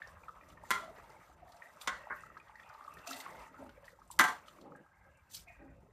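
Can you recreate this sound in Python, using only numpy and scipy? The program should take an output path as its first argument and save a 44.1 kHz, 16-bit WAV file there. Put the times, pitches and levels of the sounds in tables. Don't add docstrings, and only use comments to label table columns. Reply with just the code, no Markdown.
import sys
import numpy as np
from scipy import signal
from scipy.io import wavfile
from scipy.ndimage import uniform_filter1d

SR = 44100
rng = np.random.default_rng(int(sys.argv[2]) if len(sys.argv) > 2 else 0)


def invert_db(x):
    u = np.asarray(x, float) / 20
    return 10 ** u


def generate_wav(sig):
    pcm = np.round(np.clip(np.atleast_2d(sig).T, -1, 1) * 32767).astype(np.int16)
    wavfile.write(sys.argv[1], SR, pcm)


N = 261104


def at_hz(points, hz):
    return np.interp(np.log(hz), np.log(np.array(points)[:, 0]), np.array(points)[:, 1])


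def rms_one(x):
    return x / np.sqrt(np.mean(x ** 2) + 1e-20)


def drift(rate):
    r = np.exp(-80 * np.pi * rate / SR)
    steps = rng.standard_normal(N // 40 + 2002)
    slow = signal.lfilter([1], [1, -2 * r, r * r], steps)[2000:]
    return np.interp(np.arange(N) / 40, np.arange(len(slow)), rms_one(slow))


def bands(spectrum, source, shape):
    lowest, highest = spectrum[0][0], min(spectrum[-1][0], 16000)
    edges = lowest * 2 ** np.arange(0, np.log2(highest / lowest) + .34, 1 / 3)
    out = 0
    for k, (low, high) in enumerate(zip(edges, edges[1:])):
        hz = np.sqrt(low * high)
        part = signal.sosfilt(signal.butter(3, [low, high], "band", fs=SR, output="sos"), source[k % 2])
        out = out + invert_db(at_hz(spectrum, hz)) * shape(hz) * part
    return out


def random_grains(per_s, spread_db):
    strength = invert_db(spread_db * np.minimum(rng.exponential(1, N), 4))
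    return (rng.random(N) < per_s / SR) * strength * rng.choice([-1, 1], N)


def wet_noise(spectrum, per_s, spread_db, smooth, patchy_db, patch_rate):
    source = rms_one(random_grains(per_s, spread_db)) + smooth * rng.standard_normal((2, N))
    together = drift(patch_rate)

    def flicker(hz):
        return invert_db(patchy_db * np.minimum(together + drift(patch_rate), 2.3))

    return rms_one(bands(spectrum, source, flicker))


def ringing(t, modes, spread_db):
    hz, db, t60 = np.transpose(modes)[:, :, None]
    strength = invert_db(db + spread_db * rng.standard_normal(hz.shape))
    rings = np.sum(strength * invert_db(-60 * t / t60) * np.sin(2 * np.pi * hz * t), axis=0)
    return rings / np.abs(rings).max()


def resonance(x, hz, width_hz, passes):
    r = np.exp(-np.pi * width_hz / SR)
    for _ in range(passes):
        x = signal.lfilter([1, 0, -1], [1, -2 * r * np.cos(2 * np.pi * hz / SR), r * r], x)
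    return x


def add(out, s, sound):
    i = round(s * SR)
    out[i:i + len(sound)] += sound[:N - i]


# start_s, level_db (peak), crack_db (above 2.3 kHz), weight_db (below 500 Hz), tail_db
HARD_KNOCKS = [
    (0.7055, -14, -17.5, -40, -5),
    (1.8735, -20, -18, -29, -9),
    (2.100, -31, -60, -46, -9),
    (4.19, -10.5, -17, -23, -4),
]
# delay_s after its start, level_db
TOUCHES = [
    [(0, 0), (.005, -6), (.009, -9)],
    [(0, -1.5), (.002, -2), (.006, -5), (.017, -12)],
    [(0, -4), (.007, -1), (.015, -1), (.02, -4), (.03, -5), (.048, -11)],
    [(0, 0), (.0055, -3.5), (.015, -9), (.022, -10), (.05, -9)],
]
# crowd_db (dense modes), treble_db (of the crowd), masher_db, sheen_db (above 8 kHz)
ANSWERS = [
    (-5.5, 6.5, -9, -4),
    (-1.5, 3.5, -1, -16),
    (-0.7, 0.1, -7, -40),
    (1.5, 0.5, -12, -1.5),
]
# pitch_hz, level_db, t60_s
HIGH_WALL = [(420, -17, 0.16), (1044, -2, 0.22), (1150, -7, 0.22), (1288, -5, 0.2), (1357, 0.5, 0.2),
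             (1400, -3, 0.2), (1966, 0, 0.2), (2078, -1, 0.2), (2385, -18, 0.2), (3112, -21, 0.2),
             (3370, -11, 0.3)]
# pitch_hz, level_db, t60_s
LOW_WALL = [(609, -14, 0.066), (744, -23, 0.3), (1089, -0.5, 0.12), (1473, -3, 0.12), (1578, 1.5, 0.1),
            (1755, -10.5, 0.15), (1960, -9, 0.3), (1378, -10, 0.2), (2745, -24, 0.2), (3300, -12, 0.05)]
# pitch_hz, level_db, t60_s
FLOOR = [(270, -14.5, 0.6), (323, -17, 0.5), (736, -17, 0.7), (863, -13, 0.6), (883, -12, 0.6),
         (1045, -1.5, 0.4), (1164, -7, 0.5), (1310, -8, 0.3), (1537, -9, 0.35), (1578, -5, 0.4),
         (1900, 0.5, 0.3), (1965, -4, 0.15), (3246, -19, 0.16), (3413, -20, 0.25)]
# pitch_hz, level_db, t60_s
MASHER_STEEL = [(3300, -2, .04), (3530, 0, .04), (3655, -6, .08), (3887, -4, .06), (4888, -6, .05),
                (5200, -6, .04), (5620, -10, .05), (6438, -12, .05), (7165, -9, .05), (7700, -14, .05),
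                (8845, -17, .04)]
# pitch_hz, level_db per Hz
CROWD = [(88, -43), (150, -15), (232, -16.5), (327, -8), (527, -21), (740, -11), (1050, -4.5), (1220, -1),
         (1560, 1.5), (1720, -8), (1920, -1.5), (2760, -26), (3340, -12), (4500, -25), (6500, -21.5),
         (14200, -30)]
# pitch_hz, t60_s
CROWD_T60 = [(200, 0.5), (700, 1), (1500, 0.41), (4000, 0.56), (12000, 0.47)]
GATE_S = 0.21
SLIP = 1.8


def knock_ring(t, modes, touches):
    half, eighth = t[:SR // 2], t[:SR // 8]
    chatter = 0.022 * rng.standard_normal(SR // 4) * invert_db(-60 * t[:SR // 4] / 0.34)
    pot = stem = 0
    for delay, level in touches:
        later = (round(delay * SR), SR)
        pot_hit = ringing(half, modes, spread_db=2.0) * invert_db(-60 * half / 0.8)
        stem_hit = ringing(eighth, MASHER_STEEL, spread_db=3.0) * (1 - np.exp(-eighth / .0015))
        pot = pot + invert_db(level) * np.pad(pot_hit, later)[:SR]
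        stem = stem + invert_db(SLIP * level) * np.pad(stem_hit, later)[:SR]
    return pot + signal.fftconvolve(pot, chatter)[:SR], stem


def knocks():
    out, t = np.zeros(N), np.arange(SR) / SR
    dull = signal.butter(8, 2300, fs=SR, output="sos")
    sheen = signal.butter(2, 8000, "high", fs=SR, output="sos")
    rattle = invert_db(1.3 * drift(40))
    places = [HIGH_WALL, LOW_WALL, LOW_WALL, FLOOR]
    for knock, answer, modes, touches in zip(HARD_KNOCKS, ANSWERS, places, TOUCHES):
        s, db, crack_db, weight_db, tail_db = knock
        crowd_db, treble_db, masher_db, sheen_db = answer

        def fading(t60, slip=1):
            return sum(invert_db(slip * a - 60 * np.abs(t - d) / t60) * (t >= d) for d, a in touches)

        tail = invert_db(tail_db) * rattle[round(s * SR):][:SR]
        burst = fading(0.055)
        tilt_db = [(500, weight_db + 19.5), (950, 0), (2400, 0), (3000, treble_db)]

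        def dying(hz):
            return invert_db(at_hz(tilt_db, hz)) * (tail * invert_db(-60 * t / at_hz(CROWD_T60, hz)) + burst)

        crowd = bands(CROWD, rng.standard_normal((2, SR)), dying)
        clear, stem = knock_ring(t, modes, touches)
        crack = invert_db(-6) * rng.standard_normal(SR) * fading(.012, SLIP) + invert_db(masher_db) * stem
        hit = invert_db(-1.5) * clear / np.abs(clear).max() + invert_db(crowd_db) * crowd / np.abs(crowd).max() + crack
        hit = (1 - np.exp(-t / 0.0005)) * invert_db(-12 * (t / GATE_S) ** 3) * hit
        hit -= (1 - invert_db(min(sheen_db, 0))) * signal.sosfiltfilt(sheen, hit)
        low = signal.sosfiltfilt(dull, hit)
        add(out, s, invert_db(db) * (low + invert_db(crack_db + 17) * (hit - low)))
    return out


# start_s, level_db (peak), pitch_hz
AIR_POPS = [(0.232, -48, 869), (0.282, -34.5, 1270), (0.291, -35, 1202), (0.407, -50, 1290),
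            (0.575, -51, 1190), (0.636, -44, 910), (0.834, -44, 646), (0.878, -42.5, 660),
            (1.039, -48, 930), (1.418, -50.5, 734), (2.07, -37, 854), (2.235, -35, 1310),
            (2.266, -45, 1360), (2.368, -35, 1270), (2.698, -41.5, 1450), (2.808, -36, 1180),
            (2.848, -40, 1254), (2.878, -30, 1200), (2.969, -37.5, 1223), (3.111, -26, 1320),
            (3.2615, -34, 1120), (3.542, -44, 1286), (3.691, -48, 1450), (4.017, -46.5, 1220),
            (4.102, -38, 996), (4.181, -44, 900), (4.481, -40.5, 1225), (4.585, -48, 1157),
            (4.72, -45, 1253), (4.862, -53, 1270),
            (0.018, -27, 1780), (0.158, -53, 1660), (0.235, -49, 2400), (0.4096, -53, 1880),
              (0.4334, -51, 1940), (0.5727, -49, 1800), (0.649, -47, 1820), (0.984, -45.5, 1700),
              (1.621, -32.5, 1870), (1.67, -48, 1950), (1.8128, -52, 2370), (2.3713, -42, 1640),
              (2.399, -45.5, 2466), (2.555, -44, 1880), (2.596, -37.5, 1880), (2.9694, -40, 1800),
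              (3.072, -37, 2540), (3.204, -40, 2045), (3.8425, -50.5, 1755), (3.88, -38.5, 1900),
              (4.751, -47.5, 1650), (5.05, -57.5, 1620),
            (.07, -52, 520), (.41, -52, 2380), (.5, -50, 1230), (.5, -52, 870), (.632, -48, 600),
              (.91, -53, 417), (.949, -48, 651), (.978, -53, 431), (1.04, -51, 1260), (1.095, -49, 1340),
              (1.099, -55, 420), (1.11, -53, 2050), (1.12, -52, 880), (1.184, -60, 431), (1.294, -60, 323),
              (1.298, -54, 754), (1.48, -55, 1800), (1.558, -52, 705), (1.605, -50, 950),
              (1.615, -51, 1300), (1.832, -46, 1200), (1.862, -46, 1100), (2.495, -50, 859),
              (2.646, -53, 856), (2.686, -54, 1030), (2.748, -46, 1250), (2.795, -50, 947),
              (2.925, -49, 1060), (2.968, -58, 431), (3.065, -48, 1310), (3.071, -41, 697),
              (3.254, -42, 1350), (3.317, -46, 554), (3.345, -45, 900), (3.35, -47, 1450), (3.43, -48, 900),
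              (3.465, -47, 886), (3.564, -47, 1440), (3.601, -44, 875), (3.623, -42, 630),
              (3.774, -52, 541), (3.828, -49, 560), (3.928, -52, 530), (3.988, -49, 872), (4.14, -52, 900),
              (4.51, -51, 1300), (4.635, -51, 412), (4.66, -54, 1230), (4.755, -51, 1270),
              (4.79, -55, 1600), (4.93, -59, 1680), (5.831, -60, 404), (5.885, -60, 420)]
RING_S, RING_S_PER_DB = 0.016, 0.0004
RING_CYCLES = 12


def pops():
    out, t = np.zeros(N), np.arange(SR // 8) / SR
    swell = 1 - np.exp(-(t / .002) ** 2)
    for s, db, hz in AIR_POPS:
        ring = np.sin(2 * np.pi * hz * (t + .5 * t * t))
        band = signal.butter(2, [hz * .75, hz * 1.3], "band", fs=SR, output="sos")
        rough = rms_one(signal.sosfilt(band, rng.standard_normal(len(t))))
        t60 = max(RING_S + RING_CYCLES / hz - RING_S_PER_DB * (db + 40), .005)
        burst = swell * invert_db(-60 * t / t60) * (ring + 0.35 * rough)
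        add(out, s - .001, invert_db(db + 2.5) * signal.sosfilt(band, burst))
    return out


# start_s, level_db (peak), pitch_hz
SAUCE_SPITS = [(0.0218, -52.5, 3540), (0.0723, -52.5, 5160), (0.4994, -51.5, 3000), (0.634, -59, 8600),
               (1.5196, -50.5, 4140), (1.8128, -40, 3560), (1.8128, -44, 4800), (1.8185, -45, 8300),
               (1.566, -55, 4600), (2.16, -56, 13000), (2.206, -56, 7600), (2.739, -57, 4200),
               (2.9377, -53, 11300), (2.9841, -53, 3430), (3.072, -42, 6000), (3.1063, -38, 5300),
               (3.1294, -34.5, 4000), (3.2015, -38.5, 3570), (3.6922, -50, 3120), (3.854, -61, 5940),
               (3.901, -61, 4400), (3.9955, -65, 5590), (4.075, -61, 8000), (4.1112, -41, 7950),
               (4.123, -50, 11700), (4.4603, -59, 3270), (4.4816, -43, 3200), (4.611, -52, 3950),
               (4.76, -63.5, 8110), (5.1714, -64, 7900), (5.2989, -64, 8000), (5.3441, -35.5, 4370),
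               (5.3653, -39, 4930),
               (.283, -56, 2900), (.4868, -55, 6060), (.96, -58, 4500), (1.04, -58, 3500), (1.1, -58, 5000),
             (2.3734, -57, 4300), (2.482, -60, 3350), (2.555, -60, 4600), (2.5974, -58, 3300),
             (2.5974, -60, 5400), (2.632, -60, 3300), (2.69, -56, 5200), (2.84, -59, 5000),
             (2.864, -59, 3500), (2.937, -58, 5700), (2.99, -57, 4600), (3.074, -42, 6400),
             (3.116, -44, 5700), (3.119, -44, 4000), (3.131, -42, 3200), (3.14, -46, 4200),
             (3.21, -44, 4600), (3.236, -48, 2600), (3.3668, -54, 2900), (3.417, -54, 4800),
             (3.8432, -57, 3120)]


def spits():
    out, t = np.zeros(N), np.arange(SR // 12) / SR
    bright = signal.butter(2, 3000, "high", fs=SR, output="sos")
    shape = (1 - np.exp(-t / 0.0012)) * invert_db(-60 * t / 0.036)
    for s, db, hz in SAUCE_SPITS:
        puff = rng.standard_normal(len(t))
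        band = signal.butter(1, [hz * 0.9, hz * 1.12], "band", fs=SR, output="sos")
        peak = rms_one(signal.sosfilt(band, puff))
        wide = rms_one(signal.sosfilt(bright, puff))
        add(out, s, invert_db(db - 4.5) * shape * (peak + 0.17 * wide))
    return out


# pitch_hz, width_hz, level_db
AIR_SPACE = [(590, 120, -2.5), (882, 81, -0.5), (1050, 110, -6), (1270, 190, 0.5), (1605, 150, -6),
             (429.8, 40, -12), (1900, 420, -4), (2120, 220, -13), (2650, 260, -11)]


def squelch(per_s, spread_db, patchy_db):
    out = 0
    for hz, width_hz, db in AIR_SPACE:
        grains = signal.lfilter([1], [1, -.7], random_grains(per_s, spread_db))
        source = rms_one(grains) + 0.98 * rng.standard_normal(N)
        tone = rms_one(resonance(source, hz, width_hz, passes=2))
        out = out + invert_db(db + patchy_db * drift(5.4)) * tone
    return rms_one(out)


# pitch_hz, level_db per Hz
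MASH_COLOUR = [(240, -42), (400, -16.5), (649, -2), (1100, -0.5), (1240, -0.5), (1570, -10.5), (1920, -6),
               (3400, -23.5), (4420, -60), (7480, -120)]


def squeezed_mash():
    return wet_noise(MASH_COLOUR, per_s=280, spread_db=-4.5, smooth=2.2, patchy_db=3.5, patch_rate=12)


# time_s, level_db
STROKE_EFFORT = [(0.0, -58.5), (0.63, -61), (0.74, -54.5), (1.19, -59), (1.35, -64.5), (1.7, -58),
                 (2.04, -54), (2.36, -60.5), (2.93, -56), (3.18, -50), (3.4, -50.5), (3.5, -57.5),
                 (4.14, -66.5), (4.22, -54), (4.48, -59), (4.8, -68.5), (5.57, -66), (5.92, -70)]


def effort():
    s, db = np.transpose(STROKE_EFFORT)
    return np.interp(np.arange(N) / SR, s, db)


# start_s, length_s, level_db (start), change_db (to end)
DRAGS = [(0.03, 0.093, -76, 6), (0.232, 0.1, -76, -0.6), (0.432, 0.1, -72, 1.5), (0.635, 0.065, -72, 14),
         (0.9, 0.44, -72.5, -2.5), (1.477, 0.35, -73, -1.5), (1.816, 0.054, -54, -12),
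         (2.117, 0.15, -73.5, 3), (2.564, 0.49, -81, 8), (3.074, 0.028, -49, -7), (3.108, 0.085, -49.5, -6),
         (3.2, 0.05, -52, -9), (3.252, 0.23, -64, -7), (3.581, 0.092, -72, -3), (3.855, 0.071, -63.5, -8),
         (3.99, 0.12, -82, 6), (4.115, 0.054, -54, -14), (4.47, 0.16, -70.5, -3), (5.3, 0.04, -70, 20),
         (5.348, 0.091, -45, -23), (5.487, 0.084, -68.5, -13)]
# pitch_hz, level_db per Hz
WET_HISS = [(1940, -27.5), (3300, -4), (5720, -6), (6700, -5), (8610, -6.5), (10000, -14), (12600, -9),
            (14200, -7)]
GRIP_S, LET_GO_S, EDGE_DB = 0.015, 0.025, 22


def scrapes():
    t, gain = np.arange(N) / SR, 0
    for s, length, db, change_db in DRAGS:
        end_db = db + change_db
        times = [s - GRIP_S, s, s + length, s + length + LET_GO_S]
        levels = [db - EDGE_DB, db, end_db, end_db - EDGE_DB]
        gain = gain + invert_db(np.interp(t, times, levels, left=-200, right=-200))
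    grit = wet_noise(WET_HISS, per_s=900, spread_db=4.0, smooth=1.2, patchy_db=2.6, patch_rate=25)
    return invert_db(-2.5) * gain * grit


def sauce_hiss(swing_db):
    hiss = wet_noise(WET_HISS, per_s=600, spread_db=2.5, smooth=2.0, patchy_db=1.7, patch_rate=25)
    return invert_db(-80.0 + 0.7 * swing_db) * hiss


# start_s, length_s, pitch_hz, level_db
SINGING_RUBS = [(0.02, 0.11, 1810, -58), (0.29, 0.26, 1240, -60), (0.78, 0.34, 656, -56),
                (1.41, 0.34, 705, -59.5), (1.62, 0.098, 1910, -55), (1.92, 0.55, 1880, -56.5),
                (1.9, 0.3, 594, -57.5), (2.68, 0.47, 1194, -57.5), (3.07, 0.2, 2720, -55),
                (3.07, 0.17, 726, -50), (3.105, 0.09, 1980, -50), (2.55, 0.1, 1900, -57),
                (2.62, 0.15, 2480, -66), (2.9, 0.15, 2620, -64), (2.16, 0.14, 2650, -66),
                (0.28, 0.07, 500, -66), (3.25, 0.2, 2100, -59), (3.3, 0.29, 915, -62.5),
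                (3.3, 0.2, 590, -60.5), (3.75, 0.25, 560, -62), (3.54, 0.1, 1365, -57),
                (3.58, 0.1, 900, -55), (4.64, 0.26, 834, -62), (4.74, 0.91, 1603, -70),
                (4.95, 0.18, 790, -66), (4.93, 0.3, 2100, -72), (5.11, 0.13, 2680, -75),
                (5.36, 0.07, 2300, -68), (5.36, 0.07, 1400, -68), (5.6, 0.2, 1500, -69),
                (5.14, 0.1, 2320, -73), (5.05, 0.15, 560, -68), (4.42, 0.1, 600, -62),
                (3.46, 0.06, 1900, -58), (1.15, 0.12, 2180, -68), (1.13, 0.14, 870, -62),
                (5.47, 0.13, 2470, -60), (5.464, 0.093, 2160, -60), (5.573, 0.22, 2430, -72.5),
                (5.47, 0.3, 1900, -65), (5.46, 0.093, 692, -60), (5.59, 0.22, 598, -68)]


def rubs():
    out, t = np.zeros(N), np.arange(SR) / SR
    for s, length, hz, db in SINGING_RUBS:
        steps = rng.standard_normal(SR // 500 + 1).repeat(500)[:SR]
        grit = rng.standard_normal(SR) * invert_db(3.5 * uniform_filter1d(steps, size=300))
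        tone = resonance(grit, hz, width_hz=30 + 0.025 * hz, passes=1)
        band = signal.butter(2, [hz * .87, hz * 1.13], "band", fs=SR, output="sos")
        tone = rms_one(signal.sosfilt(band, tone))
        shape = (1 - np.exp(-(t / .005) ** 2)) * invert_db(-6 * t / length - 12 * (t / length) ** 4)
        add(out, s, invert_db(db - 2) * shape * tone)
    return out


# start_s, level_db (peak)
ROCKS = [
    (3.09, -44),
    (3.597, -43),
    (4.648, -45),
    (5.595, -47),
]
# pitch_hz, level_db, t60_s
BASE = [(270, 0, .2), (325, -4, .15), (420, -5, .1), (560, -2, .08), (800, -3, .07)]


def thuds():
    out, t = np.zeros(N), np.arange(SR // 2) / SR
    for s, db in ROCKS:
        push = rng.standard_normal(len(t)) * (1 - np.exp(-t / 0.0066)) * invert_db(-12 * (t / 0.11) ** 2)
        rings = signal.fftconvolve(push, ringing(t, BASE, spread_db=1.5))[:len(t)]
        add(out, s - .01, invert_db(db) * rings / np.abs(rings).max())
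    return out


# start_s, level_db (peak), pitch_hz
STOVE_JOLTS = [(0.441, -56, 180), (0.971, -54, 194), (1.188, -57, 116), (1.409, -58, 59), (2.117, -60, 51),
               (2.264, -60, 108), (2.686, -57, 116), (2.965, -57, 124), (3.15, -58, 110), (3.385, -54, 54),
               (3.587, -55, 180), (3.967, -62, 97), (4.02, -60, 51), (4.592, -59, 67), (5.045, -60, 75),
               (5.095, -59, 78), (5.15, -61, 90), (5.215, -55, 78), (5.364, -56, 110), (5.39, -55, 165),
               (5.49, -58, 62), (5.567, -53, 57), (5.7, -56, 55), (5.81, -57, 55)]
JOLT_CYCLES = 1.2


def jolts():
    out, t = np.zeros(N), np.arange(SR // 8) / SR
    for s, db, hz in STOVE_JOLTS:
        cycles = hz * t
        swell = (1 - np.exp(-(cycles / .6) ** 2)) * np.exp(-(cycles / (2 * JOLT_CYCLES)) ** 2)
        add(out, s, invert_db(db - 2.5) * np.sin(2 * np.pi * cycles) * swell)
    return out


# peak_s, half_length_s, body_db, rumble_db
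POT_SHOVES = [(0.05, 0.25, -68.5, -64), (0.55, 0.15, -72, -68), (0.8, 0.15, -61, -65.5),
              (1.05, 0.14, -66.5, -67.5), (1.45, 0.12, -70, -67), (1.93, 0.089, -80.5, -64.5),
              (2.33, 0.15, -72.5, -69), (2.98, 0.074, -64.5, -66), (3.33, 0.061, -60.5, -72),
              (3.41, 0.049, -78, -62.5), (3.55, 0.057, -65, -74), (3.71, 0.15, -77, -64),
              (4.24, 0.1, -63, -62.5), (4.702, 0.08, -57.5, -69), (5.1, 0.099, -84, -71),
              (5.4, 0.07, -72, -66), (5.7, 0.15, -72, -64.5), (5.9, 0.17, -67, -64.5)]


def shoves(rest_db, column):
    t = np.arange(N) / SR
    power = invert_db(rest_db) ** 2
    for row in POT_SHOVES:
        power = power + invert_db(2 * row[column]) * np.exp(-((t - row[0]) / row[1]) ** 2)
    return np.sqrt(power)


# pitch_hz, level_db per Hz
BODY_COLOUR = [(94, -24.5), (160, -2), (232, -9), (328, -1.5), (365, -20), (419, -12.5), (600, -2.5),
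               (780, -26.5), (1320, -120)]


def pot_body(swing_db):
    murmur = wet_noise(BODY_COLOUR, per_s=60, spread_db=2.0, smooth=2.0, patchy_db=3.0, patch_rate=6)
    return shoves(-76.0 + 0.4 * swing_db, column=2) * murmur


# pitch_hz, level_db per Hz
RUMBLE_COLOUR = [(12, -41), (20, -9), (22, -17.5), (36, -3), (54, 8.5), (146, -1.5), (187, -1.5),
                 (220, -14.5), (290, -42), (480, -120)]


def room_rumble():
    low = wet_noise(RUMBLE_COLOUR, per_s=20, spread_db=1.0, smooth=3.0, patchy_db=2.0, patch_rate=5)
    return shoves(-76, column=3) * low


def kitchen(x, t60, wet_db):
    t = np.arange(SR // 2) / SR
    tail = rng.standard_normal(len(t)) * invert_db(-60 * t / t60) * (1 - np.exp(-t / 0.0035))
    return invert_db(wet_db) * signal.fftconvolve(x, tail / np.sqrt(np.sum(tail ** 2)))[:N]


def two_ports(mid):
    above = signal.butter(6, 6100, "high", fs=SR, output="sos")
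    unlike = signal.sosfilt(above, mid) * drift(450)
    side = invert_db(-3.5) * signal.sosfilt(above, unlike)
    return np.array([mid + side, mid - side])


def scene():
    squelch_db = effort()
    swing_db = squelch_db + 60
    small = pops() + spits()
    no_bass = signal.butter(3, 170, "high", fs=SR, output="sos")
    mid = signal.sosfilt(no_bass, knocks() + thuds())
    mid += small + kitchen(small, t60=.2, wet_db=-9.5)
    mid += invert_db(squelch_db - 6) * squelch(per_s=100, spread_db=2.8, patchy_db=3.2)
    mid += invert_db(squelch_db - 6.5) * squeezed_mash()
    mid += scrapes() + sauce_hiss(swing_db) + rubs()
    mid += jolts() + pot_body(swing_db) + room_rumble()
    return two_ports(mid)


def band_limit(x):
    return signal.sosfilt(signal.butter(12, 15600, fs=SR, output="sos"), x)


def record(dry):
    top_cut = signal.ellip(12, .5, 38, 14300, fs=SR, output="sos")
    return band_limit(signal.sosfilt(top_cut, dry))


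dry = scene()
out = record(dry)
generate_wav(out)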